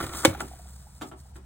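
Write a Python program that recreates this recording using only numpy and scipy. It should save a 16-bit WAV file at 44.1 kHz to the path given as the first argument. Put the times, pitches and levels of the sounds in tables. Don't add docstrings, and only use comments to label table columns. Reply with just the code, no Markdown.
import sys
import numpy as np
from scipy import signal
from scipy.fft import rfft, irfft, next_fast_len
from scipy.io import wavfile

SR = 44100
rng = np.random.default_rng(int(sys.argv[2]) if len(sys.argv) > 2 else 0)


def dump_mix(stems):
    frames = np.atleast_2d(stems).T
    limited = np.clip(frames, -1, 1)
    pcm = np.round(limited * 32767).astype(np.int16)
    wavfile.write(sys.argv[1], SR, pcm)


N = 63945
TIME = np.arange(N) / SR
SIZE = next_fast_len(2 * N)
FREQS = np.maximum(np.arange(SIZE // 2 + 1) * SR / SIZE, 1)


def from_db(db):
    return 10 ** (np.asarray(db) / 20)


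def at_hz(points, hz):
    freqs, values = np.transpose(points)
    return np.interp(np.log(hz), np.log(freqs), values)


def level(curve):
    return from_db(np.interp(TIME, *np.transpose(curve)))


def drift(rate_hz):
    slow = irfft(rfft(rng.standard_normal(SIZE)) / (1 + (FREQS / rate_hz) ** 2), SIZE)
    return slow[:N] / slow.std()


def colour(x, spectrum):
    cepstrum = irfft(np.log(from_db(at_hz(spectrum, FREQS))), SIZE)
    cepstrum[1:SIZE // 2] *= 2
    cepstrum[SIZE // 2 + 1:] = 0
    return irfft(rfft(x, SIZE) * np.exp(rfft(cepstrum)), SIZE)[:N]


def bursts(times, dbs, decay_s, rise_s=1 / SR):
    ages = [np.maximum(TIME - at, 0) for at in times]
    power = sum((from_db(db) * (1 - np.exp(-age / rise_s)) * np.exp(-age / decay_s)) ** 2
                for age, db in zip(ages, dbs))
    return np.sqrt(power) * rng.choice([-1, 1], N)


def strike(times, dbs, modes, vary_db=0):
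    ring = np.zeros(N)
    for at, db in zip(times, dbs):
        age = np.maximum(TIME - at, 0)
        for (hz, mode_db, t60), chance in zip(modes, rng.standard_normal(len(modes))):
            envelope = from_db(db + mode_db + vary_db * chance) * np.exp(-np.log(1000) * age / t60)
            ring += envelope * np.sin(2 * np.pi * hz * age)
    low_cut = signal.butter(3, .75 * modes[0][0], "high", fs=SR, output="sos")
    return signal.sosfilt(low_cut, ring + 1e-18)


# (frequency [Hz], level [dB])
HUM_TONES = [(65.8, -46.5), (132, -60)]
# (frequency [Hz], gain [dB])
AIR_SPECTRUM = [(20, -45), (45, -34), (70, -27), (110, -33), (200, -44), (380, -60.5), (800, -49.5),
                (1300, -60), (3000, -65.5), (8000, -66.5), (15000, -99)]

def room_tone():
    hum = sum(from_db(db + 1.3 * drift(2)) * np.sin(2 * np.pi * hz * TIME + .16 * drift(4))
              for hz, db in HUM_TONES)
    return microphones(hum) + room(colour(rng.standard_normal(N), AIR_SPECTRUM))


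# (time [s], level [dB])
WHIR_LEVELS = [(0, -9), (.06, -9.5), (.11, -11), (.155, 0.5), (.19, 2.5), (.22, -2.5), (.29, -2.5),
               (.33, -22), (.38, -29), (.41, -4), (.44, -13.5), (.56, -18.5), (.74, -18), (.85, -21.5),
               (.95, -20.5), (1.0, -22), (1.09, -17.5), (1.15, -34), (1.19, -17), (1.23, -25.5),
               (1.3, -24.5), (1.33, -35), (1.365, -17), (1.4, -33), (1.45, -33)]
# (frequency [Hz], gain [dB])
WHIR_SPECTRUM = [(100, -63), (420, -35.5), (1400, -31.5), (2200, -42.5), (3500, -37.5), (5200, -32.5),
                 (6500, -34.5), (8300, -27.5), (11000, -37.5), (15000, -36)]

def whir(mean_flutter_hz=21.8, flutter_db=1.8, grain_db=2):
    turn = np.sin(2 * np.pi * np.cumsum(mean_flutter_hz * (1 + drift(2.8))) / SR)
    friction = rng.standard_normal(N) * from_db(flutter_db * turn + grain_db * drift(250) - 3.5)
    return colour(friction * level(WHIR_LEVELS), WHIR_SPECTRUM)


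# (time [s], level [dB])
CHURN_LEVELS = [(0, 9.5), (.11, -4), (.22, -2), (.3, 2.5), (.38, -6), (.42, -3), (.49, -13), (.6, -19),
                (.95, -52), (1.45, -28.5)]
# (frequency [Hz], gain [dB])
CHURN_SPECTRUM = [(40, -40), (100, -16.5), (200, -28), (350, -25.5), (520, -31.5), (780, -32), (1300, -36),
                  (2200, -38.5), (5000, -47.5)]

def churn():
    slosh = rng.standard_normal(N) * level(CHURN_LEVELS)
    lumps = from_db(2.9 * drift(50) - 2)
    return colour(slosh * lumps, CHURN_SPECTRUM)


# (frequency [Hz], level [dB], t60 [s])
TUBE_RING = [(360, -41, 0.03), (758, -49, 0.03), (1230, -38, 0.03), (1350, -35, 0.03), (3194, -53, 0.04)]

def rub(swell_db=21, swell_s=.0091):
    until_stop = np.maximum(STOP_HITS[0][0] - TIME, 0)
    pressure = (until_stop > 0) * (1 + from_db(swell_db) * np.exp(-until_stop / swell_s))
    friction = pressure * rng.standard_normal(N)
    return from_db(-31.5) * signal.fftconvolve(friction, strike([0], [0], TUBE_RING))[:N]


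# (time [s], level [dB], tick level [dB])
TUBE_CONTACTS = [(.002, 6, -35), (.008, 6.5, -29), (0.035, -7.5, -28), (.066, -3.5, 2), (0.093, 3, -9),
                 (0.134, 4.5, -27), (0.147, 3.5, -23), (0.179, -2.5, -18), (0.193, -3.5, -4),
                 (.329, -8, -41), (.347, 0, -22), (0.3969, -1.5, -21), (0.4047, -2, 5.5), (.406, 6, -1),
                 (0.672, -26.5, -16)]
# (frequency [Hz], gain [dB])
RASP_SPECTRUM = [(100, -13), (330, -18.5), (600, -37), (1000, -21.5), (1320, -18), (1750, -22),
                 (3500, -29.5), (6000, -34.5), (15000, -60.5)]
# (frequency [Hz], gain [dB])
TICK_SPECTRUM = [(500, -49), (3500, -21.5), (5000, -30), (7500, -25.5), (10000, -33), (15000, -36.5)]

def rattles(rise_s=.002):
    times, dbs, tick_dbs = np.transpose(TUBE_CONTACTS)
    ring = strike(times + rise_s, dbs, TUBE_RING, vary_db=-2)
    rasp = colour(bursts(times, dbs, decay_s=.0033, rise_s=rise_s), RASP_SPECTRUM)
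    tick = colour(bursts(times, tick_dbs, decay_s=.001), TICK_SPECTRUM)
    return ring + rasp + tick


def along_tube(x, travel_at_1khz_s=.0016):
    phase = 4 * np.pi * travel_at_1khz_s * np.sqrt(1000 * FREQS)
    return irfft(rfft(x, SIZE) * np.exp(-1j * phase), SIZE)[:N]


# (time [s], level [dB])
STOP_HITS = [(.249, -0.5), (0.254, -4.5)]
# (frequency [Hz], gain [dB])
CRACK_SPECTRUM = [(130, -32.5), (400, 5.5), (750, -0.5), (1500, -0.5), (3300, 3.5), (4700, -2.5),
                  (6500, -3.5), (9000, -5.5), (11500, -7), (15000, -14.5)]
# (frequency [Hz], level [dB], t60 [s])
MOP_RING = [(330, -4.5, 0.04), (537, -5.5, 0.046), (790, -15, 0.04), (1415, -23, 0.06), (1980, -22, 0.046),
            (2220, -20, 0.06), (2810, -22, .04)]

def clack(body_lag_s=.0022):
    times, dbs = np.transpose(STOP_HITS)
    body = strike(times[:1] + body_lag_s, dbs[:1], MOP_RING, vary_db=.8)
    cracks = colour(bursts(times, dbs, decay_s=.0025), CRACK_SPECTRUM)
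    return body + along_tube(cracks)


# (time [s], level [dB])
BUCKET_BUMPS = [(0.2779, 0.5), (0.2863, -10), (.301, -8.5), (0.409, -25.5)]
# (frequency [Hz], level [dB], t60 [s])
BUCKET_RING = [(108, -18, 0.096), (163, -17.5, 0.046), (261, -26.5, 0.088)]

def thud():
    times, dbs = np.transpose(BUCKET_BUMPS)
    return strike(times, dbs, BUCKET_RING, vary_db=.8)


def bubble(at, db, hz, decay_s, rise_per_s=3.46):
    age = np.maximum(TIME - at, 0)
    envelope = from_db(db) * (1 - np.exp(-age * hz)) * np.exp(-age / decay_s)
    return envelope * np.sin(2 * np.pi * hz * age * (1 + rise_per_s * age / 2))


# (time
# [s], level [dB], pitch [Hz])
WATER_PLOPS = [(.349, -27, 787), (.513, -33.5, 723), (.535, -34, 732), (.594, -36.5, 690),
               (.655, -42.5, 730), (.868, -44.5, 822), (1.255, -47, 772)]
# (frequency [Hz], gain [dB])
SPLASH_SPECTRUM = [(300, -22), (780, -12), (1100, -9), (1700, -14), (3000, -20)]

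def drips(head_out_s=.47, drips_per_s=90, drain_db_per_s=7, plop_decay_s=.00454):
    gaps, pitches, faintness = rng.random((300, 3)).T
    drained_s = np.cumsum(-np.log(gaps)) / drips_per_s
    drip_dbs = -49 - 20 * faintness - drain_db_per_s * drained_s
    drip_hz = 720 * 2 ** (1.5 * pitches ** 2)
    small = sum(bubble(at, db, hz, decay_s=2.5 / hz)
                for at, db, hz in zip(head_out_s + drained_s, drip_dbs, drip_hz) if at < TIME[-1])
    times, dbs, _ = np.transpose(WATER_PLOPS)
    splash = colour(bursts(times, dbs - 6, 2 * plop_decay_s), SPLASH_SPECTRUM)
    plops = sum(bubble(at, db, hz, plop_decay_s) for at, db, hz in WATER_PLOPS)
    return small + splash + plops


# (time [s], level [dB], decay [s], brightness [dB], ring level [dB], pitch [ratio])
HANDLE_KNOCKS = [(.405, 0, 0.005, -19, 2, 1), (1.0119, -4, 0.0089, -8.5, -14, 0.83),
                 (1.019, -6, 0.0036, 4.5, -1.5, 1), (1.115, -12, 0.0089, -21, -12.5, .9),
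                 (1.357, -14.5, 0.007, -9, -19, 0.85)]
# (frequency [Hz], gain [dB])
KNOCK_SPECTRUM = [(90, -48), (230, -20.5), (380, -17), (550, -23.5), (800, -21), (1300, -21), (2000, -28),
                  (3400, -35.5), (5000, -55), (12000, -54)]
# (frequency [Hz], level [dB], t60 [s])
HANDLE_RING = [(225, -44, 0.08), (285, -33, 0.04), (385, -44, 0.07), (764, -42, 0.08), (824, -43, 0.08),
               (1227, -40, 0.1)]

def knocks():
    dull = sum(bursts([at], [db], decay_s) for at, db, decay_s, *_ in HANDLE_KNOCKS)
    ticks = sum(bursts([at], [db + bright_db - 7], decay_s)
                for at, db, decay_s, bright_db, *_ in HANDLE_KNOCKS)
    body = sum(strike([at], [ring_db], np.array(HANDLE_RING) * [pitch, 1, 1])
               for at, *_, ring_db, pitch in HANDLE_KNOCKS)
    return colour(dull, KNOCK_SPECTRUM) + colour(ticks, TICK_SPECTRUM) + body


# (frequency [Hz], t60 [s])
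ROOM_DECAY = [(100, 0.28), (1500, 0.15), (14000, 0.11)]

def room(x, build_s=.0017, alike_below_hz=370):
    mid, side = rfft(rng.standard_normal((2, SIZE)))
    alike = 1 / (1 + (FREQS / alike_below_hz) ** 4)
    noise = np.sqrt(1 + alike) * mid + np.sqrt(1 - alike) * side * np.array([[1], [-1]])
    tail = np.zeros((2, N))
    for low_hz in 22 * 2.0 ** np.arange(10):
        octave = irfft(noise * ((FREQS >= low_hz) & (FREQS < 2 * low_hz)), SIZE)[:, :N]
        t60 = at_hz(ROOM_DECAY, low_hz * np.sqrt(2))
        tail += octave * np.exp(-np.log(1000) * TIME / t60)
    tail *= 1 - np.exp(-TIME / build_s)
    tail /= np.sqrt(np.sum(tail ** 2) / 2)
    return signal.fftconvolve(x[None], tail, axes=1)[:, :N]


# (frequency [Hz], lead of the left [rad])
MIC_PHASE = [(300, .1), (720, .5), (1300, -.3), (2200, .5), (2670, 2.9), (3700, 1.1), (4900, 3.0),
             (5800, 3.8), (7000, 5.6), (9700, 7.1), (12400, 9.4), (15800, 12.4)]
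# (frequency [Hz], left minus right [dB])
MIC_BALANCE = [(60, -0.87), (600, -2), (1300, 0.23), (8000, 1)]

def microphones(x):
    left = np.exp(.5j * at_hz(MIC_PHASE, FREQS)) * from_db(at_hz(MIC_BALANCE, FREQS) / 2)
    return irfft(rfft(x, SIZE) * np.array([left, 1 / left]), SIZE)[:, :N]


def scene():
    near = whir() + rub() + churn() + clack() + thud() + rattles() + drips()
    far = knocks()
    reverb = room(from_db(-12.5) * near + from_db(2.5) * far)
    direct = microphones(near) + far * from_db([[-2.5], [-1.5]])
    return direct + reverb + room_tone()


def record(dry, ceiling=.9, cutoff_hz=16000):
    rounded = ceiling * dry / (ceiling ** 6 + dry ** 6) ** (1 / 6)
    return signal.sosfilt(signal.ellip(10, .1, 80, cutoff_hz, fs=SR, output="sos"), rounded)


dry = scene()
out = record(dry)
dump_mix(out)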